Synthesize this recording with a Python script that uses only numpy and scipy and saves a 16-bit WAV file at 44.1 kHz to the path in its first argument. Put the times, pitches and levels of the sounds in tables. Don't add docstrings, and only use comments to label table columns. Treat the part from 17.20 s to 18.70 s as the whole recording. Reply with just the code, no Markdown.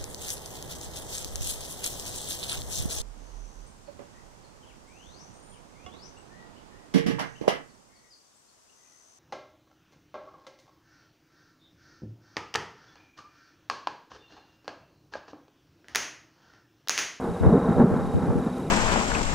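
import sys
import numpy as np
from scipy import signal
from scipy.fft import rfft, irfft, next_fast_len
from scipy.io import wavfile
from scipy.ndimage import uniform_filter1d

SR = 44100
rng = np.random.default_rng(int(sys.argv[2]) if len(sys.argv) > 2 else 0)


def volts_from_decibels(level):
    exponent = np.asarray(level, float) / 20
    return 10 ** exponent


def digitize_waveform(pressure):
    field = np.atleast_2d(pressure).T
    bounded = np.clip(field, -1, 1)
    quanta = np.round(bounded * 32767).astype(np.int16)
    wavfile.write(sys.argv[1], SR, quanta)


N = 66150
OPPOSITE = np.array([[1], [-1]])


def rms1(x):
    return x / np.sqrt(np.mean(x ** 2))


def filtered(x, order, hz, kind="low"):
    return signal.sosfilt(signal.butter(order, hz, kind, fs=SR, output="sos"), x)


def colour(x, table, rings=()):
    size = next_fast_len(2 * N)
    f = np.maximum(np.fft.rfftfreq(size, 1 / SR), 1)
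    points = np.array(table, float)
    log_f = np.log(np.maximum(points[:, 0], 1))
    log_gain = np.interp(np.log(f), log_f, points[:, 1]) * np.log(10) / 20
    cepstrum = irfft(log_gain, size)
    cepstrum[1:size // 2] *= 2
    cepstrum[size // 2 + 1:] = 0
    gain = np.exp(rfft(cepstrum))
    for hz, width, db in rings:
        gain = gain * (1 + volts_from_decibels(db) / (1 + 1j * (f * f - hz * hz) / (f * width)))
    return irfft(rfft(x, size) * gain, size)[..., :N]


def walk(rate):
    hold = int(SR / rate)
    steps = np.interp(np.arange(N) / hold, np.arange(400), rng.standard_normal(400))
    return 0.43 * uniform_filter1d(steps, hold)


def thunder_roll(t):
    # t/s, level/dB, extra treble/dB
    roll = np.array([(0, -32, 6), (.05, -26.5, 2), (.2, -33.5, 3.5), (.232, -31.5, 8.5),
                     (.236, -18.5, -0.5), (0.316, -21.5, -1), (0.328, -14, -14.5), (0.383, -18.5, 1.5),
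                     (.39, -25.5, 2.5), (0.479, -22.5, 2), (0.559, -25, 0.5), (0.602, -13, -6),
                     (0.662, -20.5, -3), (.78, -25.5, 4), (.9, -30, 1.5), (1.118, -24.5, 1), (1.3, -30, 3),
                     (1.5, -32, -2.5)], float)
    # f/Hz, level/dB
    air = [(30, -17.5), (90, -13.5), (200, -7), (310, -10), (450, -8.5), (800, -17.5), (1600, -26),
           (2600, -46.5)]
    # f/Hz, width/Hz, gain/dB
    rings = [(180, 28.6, 6), (253.5, 10.7, 8), (384, 90, -6), (471.7, 25, 1), (641, 11.7, -20),
             (805, 64, -0.5), (1051, 93, -4.5), (1329, 27, -0.5)]
    shocks_per_s, spread_db = 2500, 0.5
    flicker_db, flicker_per_s, treble_hz = 0.2, 48, 550

    chance, sign, size = rng.random((3, N))
    shocks = (chance < shocks_per_s / SR) * np.sign(sign - .5) * volts_from_decibels(-spread_db * np.log(1 - size))
    shocks = shocks / np.sqrt(uniform_filter1d(shocks ** 2, size=1800) + 1e-9)
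    heard = colour(shocks, air, rings)
    heard_rms = np.sqrt(uniform_filter1d(heard ** 2, size=1300, origin=-150))
    level_db = np.interp(t, roll[:, 0], roll[:, 1]) + flicker_db * walk(flicker_per_s)
    shocks = shocks * volts_from_decibels(level_db) / heard_rms
    treble = filtered(shocks, 2, treble_hz, "high")
    treble_gain = volts_from_decibels(np.interp(t, roll[:, 0], roll[:, 2]))
    return colour(shocks + treble * (treble_gain - 1), air, rings)


def deep_rumble():
    # f/Hz, level/dB
    deep = [(15, -8), (35, -5), (70, 6), (120, 5), (250, -50), (1000, -109)]
    return volts_from_decibels(-44.5) * rms1(colour(rng.standard_normal(N), deep))


def thunder_booms(t):
    # t/s, peak level/dB, f/Hz, length/cycles
    strokes = [(0.21, -8.5, 93.5, 0.82), (0.232, -19, 440, 3.3), (0.262, -9, 130, 2),
               (0.307, -6, 222, 0.77), (.3235, -5, 190, 2.6), (.348, -9, 215, 2.2),
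               (.338, -15.5, 430, 3.85), (0.363, -9, 227, 3.3), (0.374, -7.5, 215, 2.16),
               (0.487, -9, 187, 2.6), (0.505, -6, 200, 1.7), (.515, -14.5, 248, 1.25),
               (.562, -20.5, 540, 3.1), (0.595, -5.5, 159, 1.82), (0.6051, -6, 240.5, 5.5),
               (0.6372, -4.5, 180, 2.9), (0.672, -12.5, 202, 2.8), (0.718, -15, 203, 1.4),
               (0.759, -14.5, 209, 2.64), (.945, -15.5, 84, 2.04), (1.033, -12.5, 178, 1.6),
               (1.091, -19, 104, 1.8), (1.152, -16.5, 239, 3.1), (1.264, -14.5, 231, 2.8),
               (1.395, -15, 205, 1.32), (1.471, -23, 180, 3.16)]
    overtone_db, duck_db, cut_hz = -13, -8, 163
    booms, duck = 0, 1
    for s, db, hz, cycles in strokes:
        phase = (t - s) * hz
        env = np.clip(np.minimum(phase, (cycles - phase) * 0.52) * 2, 0, 1)
        duck = duck * volts_from_decibels(duck_db * env)
        tone = np.sin(2 * np.pi * phase) + volts_from_decibels(overtone_db) * np.sin(3.7 * np.pi * phase)
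        booms = booms + volts_from_decibels(db) * env * tone
    return filtered(booms, 1, cut_hz, "high"), duck


def thunder(t):
    swarm = thunder_roll(t) + deep_rumble()
    booms, duck = thunder_booms(t)
    bass = signal.sosfiltfilt(signal.butter(2, 510, fs=SR, output="sos"), swarm)
    return swarm + (duck - 1) * bass + booms


def wind(t):
    # t/s, length/s, level/dB, left minus right/dB
    gusts = [(0.076, 0.039, -34.5, -6), (0.201, 0.06, -23, 5.5), (0.261, 0.024, -12, 1),
             (0.293, 0.059, -41.5, 2), (0.37, 0.023, -51, 2), (0.469, 0.056, -42.5, 21),
             (0.549, 0.057, -34, -18), (0.708, 0.032, -24, -4), (0.764, .14, -35, 1.5),
             (0.934, .045, -19.5, 1.5), (1.013, 0.031, -34, 0), (1.074, 0.04, -22, -0.5),
             (1.146, 0.044, -26.5, 8.5), (1.182, 0.028, -46, 19), (1.294, 0.022, -68, -12),
             (1.407, 0.013, -62, 35)]
    # f/Hz, level/dB
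    turbulence = [(15, -29), (40, -16.5), (75, 4.5), (130, -1), (265, -11.5), (450, -18.5), (700, -28.5),
                  (1500, -48.5)]
    breeze_db, edge_s, common_db = -60, 0.0092, -10.5
    split_hz, reference_db, steepness = 210, -17, 1
    slap_s, slap_hz, slap_db = .2645, 169, -9

    push = rms1(colour(rng.standard_normal(N), turbulence))
    common = rms1(colour(rng.standard_normal(N), turbulence))
    push = push / np.sqrt(uniform_filter1d(push ** 2, size=900))
    env = np.full((2, N), volts_from_decibels(breeze_db))
    for s, length, db, pan_db in gusts:
        edge = np.minimum(t - s, (s + length - t) / 2 + edge_s) / edge_s
        env = env + np.clip(edge, 0, 1) ** 2 * volts_from_decibels(db + pan_db * OPPOSITE / 2)
    high = filtered(push, 2, split_hz, "high")
    push = push + high * ((env / volts_from_decibels(reference_db)) ** steepness - 1)
    phase = np.clip((t - slap_s) * slap_hz, 0, 1)
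    slap = -volts_from_decibels(slap_db) * np.sin(np.pi * phase) * np.sin(2 * np.pi * phase)
    return (env * push + slap) * OPPOSITE + env * volts_from_decibels(common_db) * common


def cricket(t):
    # centre of first pulse t/s, pulse spacing/s
    trills = [(.042, .0535), (.302, .0326), (.770, .0318), (1.202, .0336)]
    counts = [5, 11, 10, 9]
    levels = [-54.5, -53, -55, -54.5]
    tone_hz, sweep_hz, arch_hz = 3804, 310, 120
    pulse_s, swell_db, octave_db = 0.022, 2, -22
    out = np.zeros(N)
    for (s, gap), count, db in zip(trills, counts, levels):
        length = pulse_s * (gap / 0.028) ** 0.36
        for k, (late, sharp, loud) in enumerate(rng.standard_normal((count, 3))):
            x = (t - s - k * gap - 0.00057 * late) / length
            env = np.clip(x + 0.8, 0, 1) * np.clip((.35 - x) * 6, 0, 1)
            glide = tone_hz * (1 + 0.0037 * sharp) * x - sweep_hz * x * x / 2 - arch_hz * x ** 3 / 3
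            phase = 2 * np.pi * length * glide
            level = volts_from_decibels(db + 0.66 * loud + swell_db * np.sin(np.pi * (k + .5) / count))
            out += level * env * (np.sin(phase) + volts_from_decibels(octave_db) * np.sin(2 * phase))
    return out


def drops(t):
    # t/s, peak level/dB
    impacts = [(0.2674, -53.5), (0.3864, -47), (0.5154, -58), (0.6164, -45), (0.9357, -40), (1.249, -40),
               (1.3832, -37), (1.4011, -40), (1.4174, -49)]
    tick_hz, tick_s = 9600, .00008
    out = 0
    for s, db in impacts:
        since = t - s - .0006
        out = out + volts_from_decibels(db) * np.exp(-(since / tick_s) ** 2) * np.cos(2 * np.pi * tick_hz * since)
    return out


def gritty_noise(channels):
    return rng.standard_normal((channels, N)) * volts_from_decibels(2.5 * walk(250))


def far_insects():
    centre_hz, width_hz, level_db = 7520, 300, -74
    band = [centre_hz - width_hz / 2, centre_hz + width_hz / 2]
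    return volts_from_decibels(level_db) * rms1(filtered(gritty_noise(1)[0], 2, band, "band"))


def motor_whine(t):
    # f/Hz, level/dB
    lines = [(2400, -70), (2700, -81.5), (5400, -80.5), (6492, -85)]
    return sum(volts_from_decibels(db + 1) * np.sin(2 * np.pi * hz * t) for hz, db in lines)


def hiss():
    # f/Hz, level/dB
    middle = [(1500, -31.5), (2000, 5), (2700, 0.5), (4300, -3.5), (10500, -6.5), (12000, -12.5),
              (13500, -19), (14400, -31)]
    # f/Hz, level/dB
    difference = [(600, -2.5), (2000, -14), (4000, -13), (10500, -18), (13400, -15), (14400, -33)]
    level_db, side_db = -55.5, -9
    noise = gritty_noise(2)
    side = volts_from_decibels(side_db) * rms1(colour(noise[1], difference)) * OPPOSITE
    return volts_from_decibels(level_db) * (rms1(colour(noise[0], middle)) + side)


def scene():
    scatter_s, scatter_hz, scatter_db, soft_hz = .031, 500, -40, 2160
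    t = np.arange(N) / SR
    storm = thunder(t)
    late = np.interp(t - scatter_s, t, storm)
    scattered = volts_from_decibels(scatter_db) * filtered(late, 2, scatter_hz, "high")
    soft = filtered(storm + scattered * OPPOSITE + wind(t), 3, soft_hz)
    return soft + cricket(t) + drops(t) + far_insects() + motor_whine(t) + hiss()


def roll_off(x):
    return signal.sosfilt(signal.butter(12, 14230, fs=SR, output="sos"), x)


def record(dry):
    limit_db, ratio, attack_s, release_s, ceiling = -17, 5.2, 0.017, 0.041, .7
    a, r = 1 / (attack_s * SR), 1 / (release_s * SR)
    power = signal.lfilter([a], [1, a - 1], np.mean(dry, axis=0) ** 2)
    over = np.maximum(power / volts_from_decibels(2 * limit_db), 1)
    log_over = signal.lfilter([r], [1, r - 1], np.log(over))
    gain = np.exp(-log_over * (1 - 1 / ratio) / 2)
    return roll_off(np.clip(dry * gain, -ceiling, ceiling))


dry = scene()
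out = record(dry)
digitize_waveform(out)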